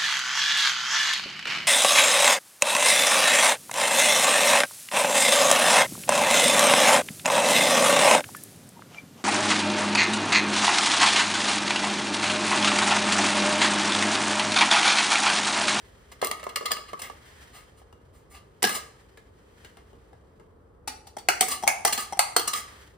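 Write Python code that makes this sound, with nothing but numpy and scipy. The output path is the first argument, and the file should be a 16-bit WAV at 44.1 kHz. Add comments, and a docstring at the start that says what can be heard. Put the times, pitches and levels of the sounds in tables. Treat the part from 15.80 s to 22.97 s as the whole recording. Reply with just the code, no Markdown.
"""In a small, lively room with a low rumble, a plastic dice popper is heard from close by.
It is turned over in the hand, so that the die tumbles in its dome, and is set down on a game board.
A finger presses the dome three times: the spring plate creaks, snaps down, snaps back and throws the die about.
Contacts are short bursts of noisy force that ring resonant plastic or board; sliding and rumble are coloured
noise, and shifting reflections place the toy in its room."""
import sys
import numpy as np
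from scipy import signal
from scipy.fft import rfft, irfft, next_fast_len
from scipy.io import wavfile

SR = 44100
rng = np.random.default_rng(int(sys.argv[2]) if len(sys.argv) > 2 else 0)


def generate_wav(sig):
    """Save sig (samples, or channels by samples) to the path in sys.argv[1] as 16-bit PCM at SR."""
    pcm = np.round(np.clip(np.atleast_2d(sig).T, -1, 1) * 32767).astype(np.int16)
    wavfile.write(sys.argv[1], SR, pcm)


N = 316197  # length [samples]
HIT_SIZE = 8192  # length of one contact with its ringing [samples]


def from_db(db):
    """Decibels to amplitude gain."""
    return 10 ** (np.asarray(db) / 20)


def rms_one(x):
    """Scale to unit rms."""
    return x / np.sqrt(np.mean(x ** 2) + 1e-20)


def at_hz(points, hz):
    """Read a table along a logarithmic frequency axis."""
    table_hz, value = np.transpose(points)
    return np.interp(np.log(np.maximum(hz, 1)), np.log(table_hz), value)


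def bins(size):
    """Frequencies of a real transform [Hz]."""
    return np.arange(size // 2 + 1) * SR / size


def causal(gain):
    """The minimum-phase response with this magnitude: nothing sounds early."""
    cepstrum = irfft(np.log(gain + 1e-9))
    half = len(cepstrum) // 2
    cepstrum[1:half] *= 2
    cepstrum[half + 1:] = 0
    return np.exp(rfft(cepstrum))


def left_right(mid, side):
    """Two channels from mid and side."""
    return np.array([mid + side, mid - side])


def add(out, sound, s):
    """Mix a sound in at s seconds."""
    start = int(s * SR)
    out[:, start:start + sound.shape[1]] += sound[:, :N - start]


# broad crack of a contact: (frequency [Hz], level [dB])
CRACK_COLOUR = [(60, -27.5), (130, -11.5), (220, 0), (330, -2), (480, -4.5), (700, 6.5), (1500, -6.5),
                (2500, 1), (5000, 2), (8000, 3), (16000, -3)]


def body(modes, crack_db):
    """Responses of a struck part, one a row: the broad crack of the contact, then each two-pole resonance."""
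    hz = bins(HIT_SIZE)
    z = np.exp(-2j * np.pi * hz / SR)  # delay of one sample
    rows = [causal(from_db(crack_db + at_hz(CRACK_COLOUR, hz)))]
    for mode_hz, width_hz, db in modes:
        radius = np.exp(-np.pi * width_hz / SR)
        poles = 1 - 2 * radius * np.cos(2 * np.pi * mode_hz / SR) * z + (radius * z) ** 2
        rows.append(from_db(db) * (1 - radius ** 2) / 2 * (1 - z * z) / poles)
    return np.array(rows)


# a favoured resonance is lifted over a half-width of ACCENT_HZ plus a share of its frequency
ACCENT_DB, ACCENT_HZ, ACCENT_SHARE = 6, 70, .035
MODE_SPREAD_DB = 3.5  # random spread of each resonance from contact to contact
# side of a contact relative to its mid: (frequency [Hz], level [dB])
CONTACT_SIDE = [(100, -17.5), (250, -12), (450, 3), (750, -1.5), (1300, -0.5), (2400, -8), (4400, -4.5),
                (8500, -13), (12000, -30.5), (15000, -18.5)]


def strike(contacts, modes, crack_db, side_db, pan_db, grain_db, swell):
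    """Each contact is a short run of chatter that sets the part ringing; it swells for a share of its length.

    A level is the energy at 1.5-5 kHz, as dB over 10 ms; bass and treble are relative to that.
    """
    out = np.zeros((2, N))
    t, hz = np.arange(HIT_SIZE) / SR, bins(HIT_SIZE)
    responses = body(modes, crack_db)
    side_response = causal(from_db(side_db + at_hz(CONTACT_SIDE, hz)))
    bass = 1 / (1 + (hz / 1500) ** 8)
    treble = 1 - 1 / (1 + (hz / 5000) ** 8)
    ranges = np.array([bass, 1 - bass - treble, treble])
    for s, db, bass_db, treble_db, length_s, *favoured in contacts:
        mid, side, grain, strengths = rng.standard_normal((4, HIT_SIZE))
        progress = t / max(length_s, 5e-4)
        onset = 1 - np.exp(-(progress / swell) ** 2)
        force = onset * np.exp(-progress ** 2) * from_db(grain_db * np.tanh(grain))
        # every spot on the part drives the resonances differently
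        mode_gains = from_db(MODE_SPREAD_DB * strengths[:len(modes), None])
        response = responses[0] + (mode_gains * responses[1:]).sum(axis=0)
        # the spot also favours two frequencies
        lift_db = sum(ACCENT_DB / (1 + ((hz - f) / (ACCENT_HZ + ACCENT_SHARE * f)) ** 2) for f in favoured)
        blow = left_right(rfft(mid * force), rfft(side * force) * side_response)
        sound = blow * response * causal(from_db(lift_db))
        # the hardness of the contact shares its energy between bass, middle and treble
        power = ranges @ np.mean(abs(sound) ** 2, axis=0) * 2 / HIT_SIZE / (.01 * SR)
        gains_db = db + np.array([bass_db, 0, treble_db]) - 10 * np.log10(power)
        add(out, irfft(sound * causal(from_db(gains_db @ ranges))), s)
    return out * from_db([[pan_db / 2], [-pan_db / 2]])


# side of rumble and sliding relative to their mid: (frequency [Hz], level [dB])
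NOISE_SIDE = [(60, -14), (200, -13.5), (500, -2), (1500, 0), (4000, -2), (10000, -17)]


def coloured_noise(spectrum, resonances=()):
    """Stereo noise of rms 1, nearly alike in both ears in the bass, lifted at its resonances."""
    size = 2 * next_fast_len(N // 2 + 1)
    mid, side = rfft(rng.standard_normal((2, size)))
    hz = bins(size)
    lift_db = sum(db / (1 + (2 * (hz - f) / width) ** 2) for f, width, db in resonances)
    colour_db = at_hz(spectrum, hz) + lift_db
    stereo = left_right(mid, side * from_db(at_hz(NOISE_SIDE, hz)))
    return rms_one(irfft(stereo * from_db(colour_db))[:, :N])


# background rumble, shape only: (frequency [Hz], relative level [dB])
RUMBLE_COLOUR = [(20, -34), (30, -29), (42, -5.5), (55, -3), (70, 0.5), (100, -6), (190, -13), (330, -15.5),
                 (440, -11), (680, -23.5), (1200, -25), (2600, -48.5), (6000, -56.5), (16000, -55)]
RUMBLE_DB = -54.5  # rms level


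def rumble():
    """Steady noise, strongest in the bass, lies under the whole scene."""
    return from_db(RUMBLE_DB) * coloured_noise(RUMBLE_COLOUR)


# sliding fingers and sleeve while the toy is held, carried, steadied and let go, before the trim RUB_DB:
# (time [s], level [dB])
RUB_LEVELS = [(0.0, -60.5), (0.29, -64), (1.38, -58), (1.644, -56), (1.792, -60.5), (2.14, -74.5),
              (2.78, -69.5), (3.2, -65), (3.502, -71), (3.692, -66), (3.866, -60.5), (3.962, -66),
              (4.106, -68), (4.808, -80), (5.04, -84.5), (6.9, -52), (7.044, -56), (7.17, -72)]
RUB_DB = 1.5
# colour of the sliding, shape only: (frequency [Hz], relative level [dB])
RUB_SPECTRUM = [(300, -9.5), (900, -1), (1900, -6), (3500, -7), (6000, -8), (10000, -14), (15000, -15)]
# the rubbed shell sings faintly: (frequency [Hz], width [Hz], lift [dB])
RUB_MODES = [(1830, 690, 9.5), (3143, 270, 6.5)]


def rubbing(slip_db, slips_per_s):
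    """Skin and cloth slide unevenly, catching and slipping: noise whose level wavers at random."""
    t = np.arange(N) / SR
    slips = np.interp(t * slips_per_s, np.arange(N), rng.standard_normal(N))
    level_db = RUB_DB + np.interp(t, *np.transpose(RUB_LEVELS)) + slip_db * slips
    return coloured_noise(RUB_SPECTRUM, RUB_MODES) * from_db(level_db)


# the die slides and rolls over the floor of the dome:
# (time [s], level [dB], treble [dB], length [s])
DIE_SLIDES = [(0.313, -48.5, -2, .016), (0.423, -31.5, -8, 0.039), (0.592, -47, -7, 0.013),
              (1.077, -47, -8, 0.024), (1.205, -38, -3.5, 0.056), (1.722, -48, -0.5, 0.071),
              (1.963, -63, 3, 0.037), (2.322, -63.5, 2.5, 0.066), (2.492, -58.5, 5.5, 0.051),
              (2.528, -49.5, -3, 0.046), (2.874, -33, 1, 0.049), (2.935, -34.5, 4.5, 0.033),
              (5.687, -34.5, 6, 0.053), (6.171, -34.5, 3.5, .054), (6.741, -35.5, 5, 0.047)]
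# resonances of the dome: (frequency [Hz], width [Hz], level [dB])
DOME_MODES = [(530, 28, -9), (900, 230, -25.5), (1179, 67, 0.5), (1251, 13, 5), (1730, 80, -6),
              (2040, 240, -1.5), (2206, 46, -1), (2700, 90, -4.5), (2853, 150, 1.5), (3270, 50, -1.5),
              (3420, 25, -8), (4130, 150, -1), (4770, 70, -4), (5040, 20, -3), (6430, 27, -18.5),
              (7020, 110, -10), (8350, 160, -9.5), (9100, 630, -21), (14700, 270, -8)]
DOME_NOTE_HZ = 1213  # main note, which hits and slides of the die bring out
# a firmer slide is thinner: bass at a middling level, that level, dB lost per dB
SLIDE_BASS_DB, SLIDE_MIDDLING_DB, SLIDE_THINNING = 1, -48.5, 0.16
SLIDE_HIGH_HZ = 2050  # favoured high resonance


def die_slides():
    """Long, grainy contacts of the die set the dome ringing between the hits."""
    slides = []
    for s, db, treble_db, length_s in DIE_SLIDES:
        bass_db = SLIDE_BASS_DB - SLIDE_THINNING * (db - SLIDE_MIDDLING_DB)
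        slides.append((s, db, bass_db, treble_db, length_s, DOME_NOTE_HZ, SLIDE_HIGH_HZ))
    return strike(slides, DOME_MODES, crack_db=-6.5, side_db=-8.5, pan_db=0.3, grain_db=1.0, swell=0.39)


# the die hits dome and floor:
# (time [s], level [dB], treble [dB], length [s], favoured high resonance [Hz])
DIE_BLOWS = [(0.414, -36.5, -2.5, .006, 3500), (0.445, -39.5, 11.5, 0.0037, 2820),
             (0.47, -39, 7, 0.0027, 2030), (0.512, -31.5, -1.5, 0.0041, 2230),
             (0.636, -47, -0.5, 0.0075, 2040), (0.688, -44, -3.5, 0.011, 2200),
             (0.7575, -27.5, -2, 0.0058, 2740), (0.854, -28.5, -5, 0.0097, 2100),
             (0.903, -32, -7, 0.016, 4830), (0.9153, -27, 1, 0.0056, 4770), (0.965, -40, -8, 0.0071, 2800),
             (1.189, -45.5, 3.5, 0.014, 2800), (1.216, -43, 6, 0.0074, 2200),
             (2.891, -37, 2.5, 0.0069, 2030), (2.92, -41.5, 3.5, 0.013, 2200),
             (2.953, -40.5, 1, 0.0086, 5130), (5.625, -34, -15, 0.003, 4200),
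             (5.679, -39, 10.5, .013, 2100), (5.71, -35, 6.5, 0.017, 3280),
             (6.0705, -32.5, 6.5, 0.012, 2060), (6.1228, -27.5, 5, 0.012, 3240),
             (6.174, -33, 1.5, 0.0094, 3250), (6.593, -35.5, 3, 0.0074, 3200), (6.673, -32, 8, 0.012, 5740),
             (6.732, -30, 1.5, 0.008, 3960), (6.779, -49, -3, 0.0074, 2030)]
# the harder the die hits, the thinner its bass: bass of a light hit, level where thinning starts, dB lost per dB
DIE_BASS_DB, DIE_FIRM_DB, DIE_THINNING = 4, -32, 2.04


def die_hits():
    """Each hit brings out the dome's note and one higher resonance, depending on where the die lands."""
    hits = []
    for s, db, treble_db, length_s, high_hz in DIE_BLOWS:
        bass_db = DIE_BASS_DB - DIE_THINNING * max(db - DIE_FIRM_DB, 0)
        hits.append((s, db, bass_db, treble_db, length_s, DOME_NOTE_HZ, high_hz))
    return strike(hits, DOME_MODES, crack_db=-11.0, side_db=0.5, pan_db=0.5, grain_db=6.0, swell=0.39)


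# dull knocks of die and fingers on the housing: (time [s], level [dB], bass [dB])
HOUSING_KNOCKS = [(0.4251, -38.5, 18.5), (0.629, -45.5, 7.5), (0.666, -47, 18.5), (.769, -39.5, 7.5),
                  (0.809, -58, 25.5), (0.826, -52, 12.5), (.884, -49.5, 5.5), (.912, -52.5, 20.5),
                  (1.131, -45.5, 15), (1.298, -50, 14), (2.963, -48, 13.5)]
# resonances of the housing: (frequency [Hz], width [Hz], level [dB])
HOUSING_MODES = [(472, 45, 1.5), (599, 73, 4.5), (758, 210, -4), (1030, 63, -3.5), (1140, 29, 6.5),
                 (1250, 27, 5), (1740, 140, 0), (2120, 120, 7), (2770, 130, 3.5)]
KNOCK_S, KNOCK_TREBLE_DB, KNOCK_HIGH_HZ = 0.0063, -5.5, 1850
# while the toy is turned over, the die also patters lightly at random moments
TUMBLE_START_S, TUMBLE_END_S = 0.63, 0.99
PATTER_DB, PATTER_SPREAD_DB, PATTER_BASS_DB = -54, 2.5, 12


def housing(count):
    """Dull knocks and light random patter ring the plastic housing."""
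    patter = []
    for when, size in rng.random((count, 2)):
        s = TUMBLE_START_S + when * (TUMBLE_END_S - TUMBLE_START_S)
        db = PATTER_DB + PATTER_SPREAD_DB * (2 * size - 1)
        patter.append((s, db, PATTER_BASS_DB))
    knocks = [(s, db, bass_db, KNOCK_TREBLE_DB, KNOCK_S, DOME_NOTE_HZ, KNOCK_HIGH_HZ)
              for s, db, bass_db in HOUSING_KNOCKS + patter]
    return strike(knocks, HOUSING_MODES, crack_db=-36.5, side_db=-1, pan_db=-1.0, grain_db=0.5, swell=0.11)


# dry ticks as the fingers shift their grip: (time [s], level [dB])
TICKS = [(2.015, -72), (2.125, -62), (3.372, -55.5), (3.846, -52), (3.969, -58.5), (4.129, -70.5),
         (4.329, -69), (4.596, -67.5)]
# resonances of the shell under the fingers: (frequency [Hz], width [Hz], level [dB])
SHELL_MODES = [(457, 48, 3), (1280, 81, -10.5), (1690, 49, 5), (2110, 140, 5), (2856, 90, 10)]
TICK_S, TICK_THUD_DB, TICK_TREBLE_DB, TICK_LOW_HZ, TICK_HIGH_HZ = 0.0052, -51.5, -5, 435, 1770


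def grip_ticks():
    """Fingers tick on the shell; the thud keeps one level, so the lightest ticks are the dullest."""
    ticks = [(s, db, TICK_THUD_DB - db, TICK_TREBLE_DB, TICK_S, TICK_LOW_HZ, TICK_HIGH_HZ) for s, db in TICKS]
    return strike(ticks, SHELL_MODES, crack_db=-3, side_db=-4, pan_db=4, grain_db=5.5, swell=.35)


# the feet land on the board one after another:
# (time [s], level [dB], bass [dB], treble [dB], favoured low resonance [Hz])
FOOT_BLOWS = [(2.8216, -33, -5, -7, 227), (2.8266, -29, 3.5, 6.5, 217.5), (2.8384, -18.5, -1.5, -10.5, 709),
              (2.848, -27.5, -5, 1, 230), (2.871, -30, -2.5, -4.5, 231)]
# resonances of the game board: (frequency [Hz], width [Hz], level [dB])
BOARD_MODES = [(160, 36, -13), (230, 81, 1), (382, 90, -5), (450, 70, 9.5), (750, 58, 14), (966, 150, 5),
               (1150, 52, 4), (1650, 120, 2.5), (2025, 150, -11.5), (2943, 250, -3), (4900, 680, -8)]
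FOOT_S, FOOT_HIGH_HZ = 0.0047, 1940


def feet():
    """The toy is set down: each foot strikes the board, which resounds."""
    blows = [(s, db, bass_db, treble_db, FOOT_S, low_hz, FOOT_HIGH_HZ)
             for s, db, bass_db, treble_db, low_hz in FOOT_BLOWS]
    return strike(blows, BOARD_MODES, crack_db=-7.5, side_db=-1.0, pan_db=0.4, grain_db=-11, swell=0.34)


# the fingertip lands on the dome: (time [s], level [dB])
FINGER_TAPS = [(5.0734, -35), (5.267, -53), (5.381, -48)]
# resonances shared by taps and the plate under the finger: (frequency [Hz], width [Hz], level [dB])
PRESSED_MODES = [(755, 130, 7.5), (800, 190, 12), (1120, 450, -6), (1677, 224, -4.5), (2110, 410, 2.5),
                 (2510, 180, -16), (2870, 56, -4.5), (4460, 137, 5.5), (5750, 44, 7), (7620, 1600, -10.5),
                 (10000, 1600, -19)]
TAP_S, TAP_BASS_DB, TAP_TREBLE_DB, TAP_LOW_HZ, TAP_HIGH_HZ = 0.011, 2.5, 0.5, 847, 4630


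def finger_taps():
    """The fingertip lightly sounds the dome, with the resonances of the pressed plate."""
    taps = [(s, db, TAP_BASS_DB, TAP_TREBLE_DB, TAP_S, TAP_LOW_HZ, TAP_HIGH_HZ) for s, db in FINGER_TAPS]
    return strike(taps, PRESSED_MODES, crack_db=-2, side_db=-3.5, pan_db=4.0, grain_db=2.5, swell=0.32)


# the loaded plate creaks, each time with the same low hum: (time [s], level [dB], bass [dB])
CREAK_SLIPS = [(5.366, -48, 15.5), (5.823, -47, 11), (5.833, -41, 16.5), (5.866, -47, 20), (6.322, -46, 15),
               (6.328, -44.5, 12.5), (6.369, -53.5, 17.5)]
# resonances of the loaded plate: (frequency [Hz], width [Hz], level [dB])
CREAK_MODES = [(242, 34, -38), (767, 27, -16.5), (798, 26, -8.5), (2080, 180, -14), (2762, 88, -29),
               (3250, 69, -11.5), (5780, 310, -6), (8430, 400, -18)]
CREAK_S, CREAK_TREBLE_DB, CREAK_LOW_HZ, CREAK_HIGH_HZ = 0.0071, 2, 825, 2100


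def creaking():
    """The plate gives in small slips before it snaps, and each slip sets it humming."""
    slips = [(s, db, bass_db, CREAK_TREBLE_DB, CREAK_S, CREAK_LOW_HZ, CREAK_HIGH_HZ)
             for s, db, bass_db in CREAK_SLIPS]
    return strike(slips, CREAK_MODES, crack_db=-24.0, side_db=-10.0, pan_db=3.0, grain_db=1.5, swell=0.51)


# the plate snaps down under the finger:
# (time [s], level [dB], treble [dB], favoured high resonance [Hz])
SNAPS_DOWN = [(5.4861, -19, -3.5, 2570), (5.8758, -20, .5, 2220), (6.3915, -20.5, 2.5, 1640)]
PRESS_S, PRESS_BASS_DB, PRESS_LOW_HZ = 0.0033, 1.5, 728


def plate_down():
    """The finger damps the snapping plate, so a broad crack stands beside its resonances."""
    snaps = [(s, db, PRESS_BASS_DB, treble_db, PRESS_S, PRESS_LOW_HZ, high_hz)
             for s, db, treble_db, high_hz in SNAPS_DOWN]
    return strike(snaps, PRESSED_MODES, crack_db=-11, side_db=0.5, pan_db=3.0, grain_db=-4.0, swell=0.23)


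# the plate snaps back and flings the die:
# (time [s], level [dB], bass [dB], treble [dB], favoured high resonance [Hz])
SNAPS_BACK = [(5.6075, -21.5, -1, 5, 2190), (6.0488, -25.5, 7, 5.5, 2100), (6.563, -20.5, 3, 1.5, 4300)]
# resonances of the freed plate: (frequency [Hz], width [Hz], level [dB])
FREE_MODES = [(466.5, 65, 7.5), (751, 18, 18), (819, 120, 5), (1240, 300, -3), (1980, 93, -1.5),
              (2740, 27, -18.5), (3180, 100, -4.5), (4330, 130, -4.5), (5270, 100, -33), (5850, 92, -2),
              (6900, 120, -2.5), (8200, 110, -1.5), (9650, 270, -19.5), (13200, 2100, -18)]
RELEASE_S, RELEASE_LOW_HZ = .0057, 716


def plate_back():
    """The plate springs back and rings freely."""
    snaps = [(s, db, bass_db, treble_db, RELEASE_S, RELEASE_LOW_HZ, high_hz)
             for s, db, bass_db, treble_db, high_hz in SNAPS_BACK]
    return strike(snaps, FREE_MODES, crack_db=-12.5, side_db=-1.0, pan_db=1.7, grain_db=0.5, swell=0.27)


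# decay of the room's tail: (frequency [Hz], time to fall 60 dB [s])
TAIL_T60 = [(150, 0.4), (700, 0.58), (1400, 0.48), (3700, 0.42), (9000, 0.41), (15000, 0.28)]
# likeness of left and right in the reflections: (frequency [Hz], correlation [-1 to 1])
TAIL_LIKENESS = [(100, 0.93), (290, 1), (650, -0.1), (1400, 0.022), (3100, 0.7), (5500, 0.059), (8500, 1),
                 (15000, 1)]
# colour of the reflections, shape only: (frequency [Hz], relative level [dB])
TAIL_COLOUR = [(100, -1.5), (300, 2.5), (700, -5), (1300, 3.5), (2500, -0.5), (5000, 1), (9000, -4.5),
               (15000, -1)]


def room_response(wet_db, first_wall_s, early_db, early_s):
    """Dense early reflections from table and walls, then a tail that dies band by band."""
    t = np.arange(SR // 2) / SR
    edges = np.geomspace(70, 18000, 13)
    white, tail = rng.standard_normal((2, 2, len(t))), 0
    for k, (low, high) in enumerate(zip(edges, edges[1:])):
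        band = signal.butter(2, [low, high], "band", fs=SR, output="sos")
        mid, side = signal.sosfilt(band, white[k % 2])
        hz = np.sqrt(low * high)
        alike = np.clip(at_hz(TAIL_LIKENESS, hz), -.99, .99)
        fade = from_db(at_hz(TAIL_COLOUR, hz) - 60 * t / at_hz(TAIL_T60, hz))
        tail = tail + fade * left_right(np.sqrt(1 + alike) * mid, np.sqrt(1 - alike) * side)
    early = 1 + from_db(early_db) * np.exp(-t / early_s)
    onset = 1 - np.exp(-(t / first_wall_s) ** 2)
    return from_db(wet_db) * rms_one(tail * early * onset) / np.sqrt(len(t))


def room(x, count):
    """Toy, hand and arm keep moving, so crossfaded pieces cycle through different patterns of reflections."""
    patterns = [room_response(wet_db=-4, first_wall_s=0.0026, early_db=5.0, early_s=0.017) for _ in range(count)]
    out, hop = np.zeros((2, N)), SR // 8
    fade = signal.windows.cosine(2 * hop)
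    for k, start in enumerate(range(0, N - 2 * hop, hop)):
        piece = x[:1, start:start + 2 * hop] * fade  # the left channel feeds both sides of the room
        add(out, signal.fftconvolve(piece, patterns[k % count], axes=1), start / SR)
    return out


def scene():
    """The toy in its room, with sliding fingers and a low rumble."""
    die = die_slides() + die_hits()
    handling = housing(count=8) + grip_ticks() + feet() + finger_taps()
    toy = die + handling + plate_down() + plate_back()
    creak = creaking()
    # the toy starts close to the microphone and is carried back to the board, where the room is stronger
    near_db = np.interp(np.arange(N) / SR, [1.3, 2.6], [-2.5, 0])
    # the hand covers the creaking plate, so 7 dB less of it reaches the walls
    echo = room((toy + from_db(-7) * creak) * from_db(near_db), count=7)
    return toy + creak + echo + rubbing(slip_db=2.0, slips_per_s=78) + rumble()


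# colour of the microphone: (frequency [Hz], level [dB])
MICROPHONE_COLOUR = [(100, -0.5), (7000, 1), (10300, 3.5), (11400, 3), (12200, -1), (13300, 1),
                     (14500, 2.5), (16000, -14.5)]
# the two microphone ports hear the treble out of step: (frequency [Hz], phase by which left leads [rad])
PORT_LEAD = [(300, 0), (2000, -.3), (2600, .8), (4400, .6), (5200, -1.3), (6500, -1.9), (7100, -4.7),
             (9000, -6.28), (12100, -9.42), (15300, -12.57)]
CUTOFF_HZ = 16200


def record(dry):
    """The microphone colours the sound and turns the phase between its ports; peaks are rounded, the top is cut."""
    size = 2 * next_fast_len(N // 2 + HIT_SIZE)
    hz = bins(size)
    ports = np.exp(.5j * np.outer([1, -1], at_hz(PORT_LEAD, hz)))
    colour = causal(from_db(at_hz(MICROPHONE_COLOUR, hz)))
    heard = irfft(rfft(dry, size) * ports * colour)[:, :N]
    rounded = 1.2 * np.tanh(heard / 1.2)
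    top_cut = signal.ellip(12, .2, 100, CUTOFF_HZ, fs=SR, output="sos")
    return signal.sosfilt(top_cut, rounded)


dry = scene()
out = record(dry)
generate_wav(out)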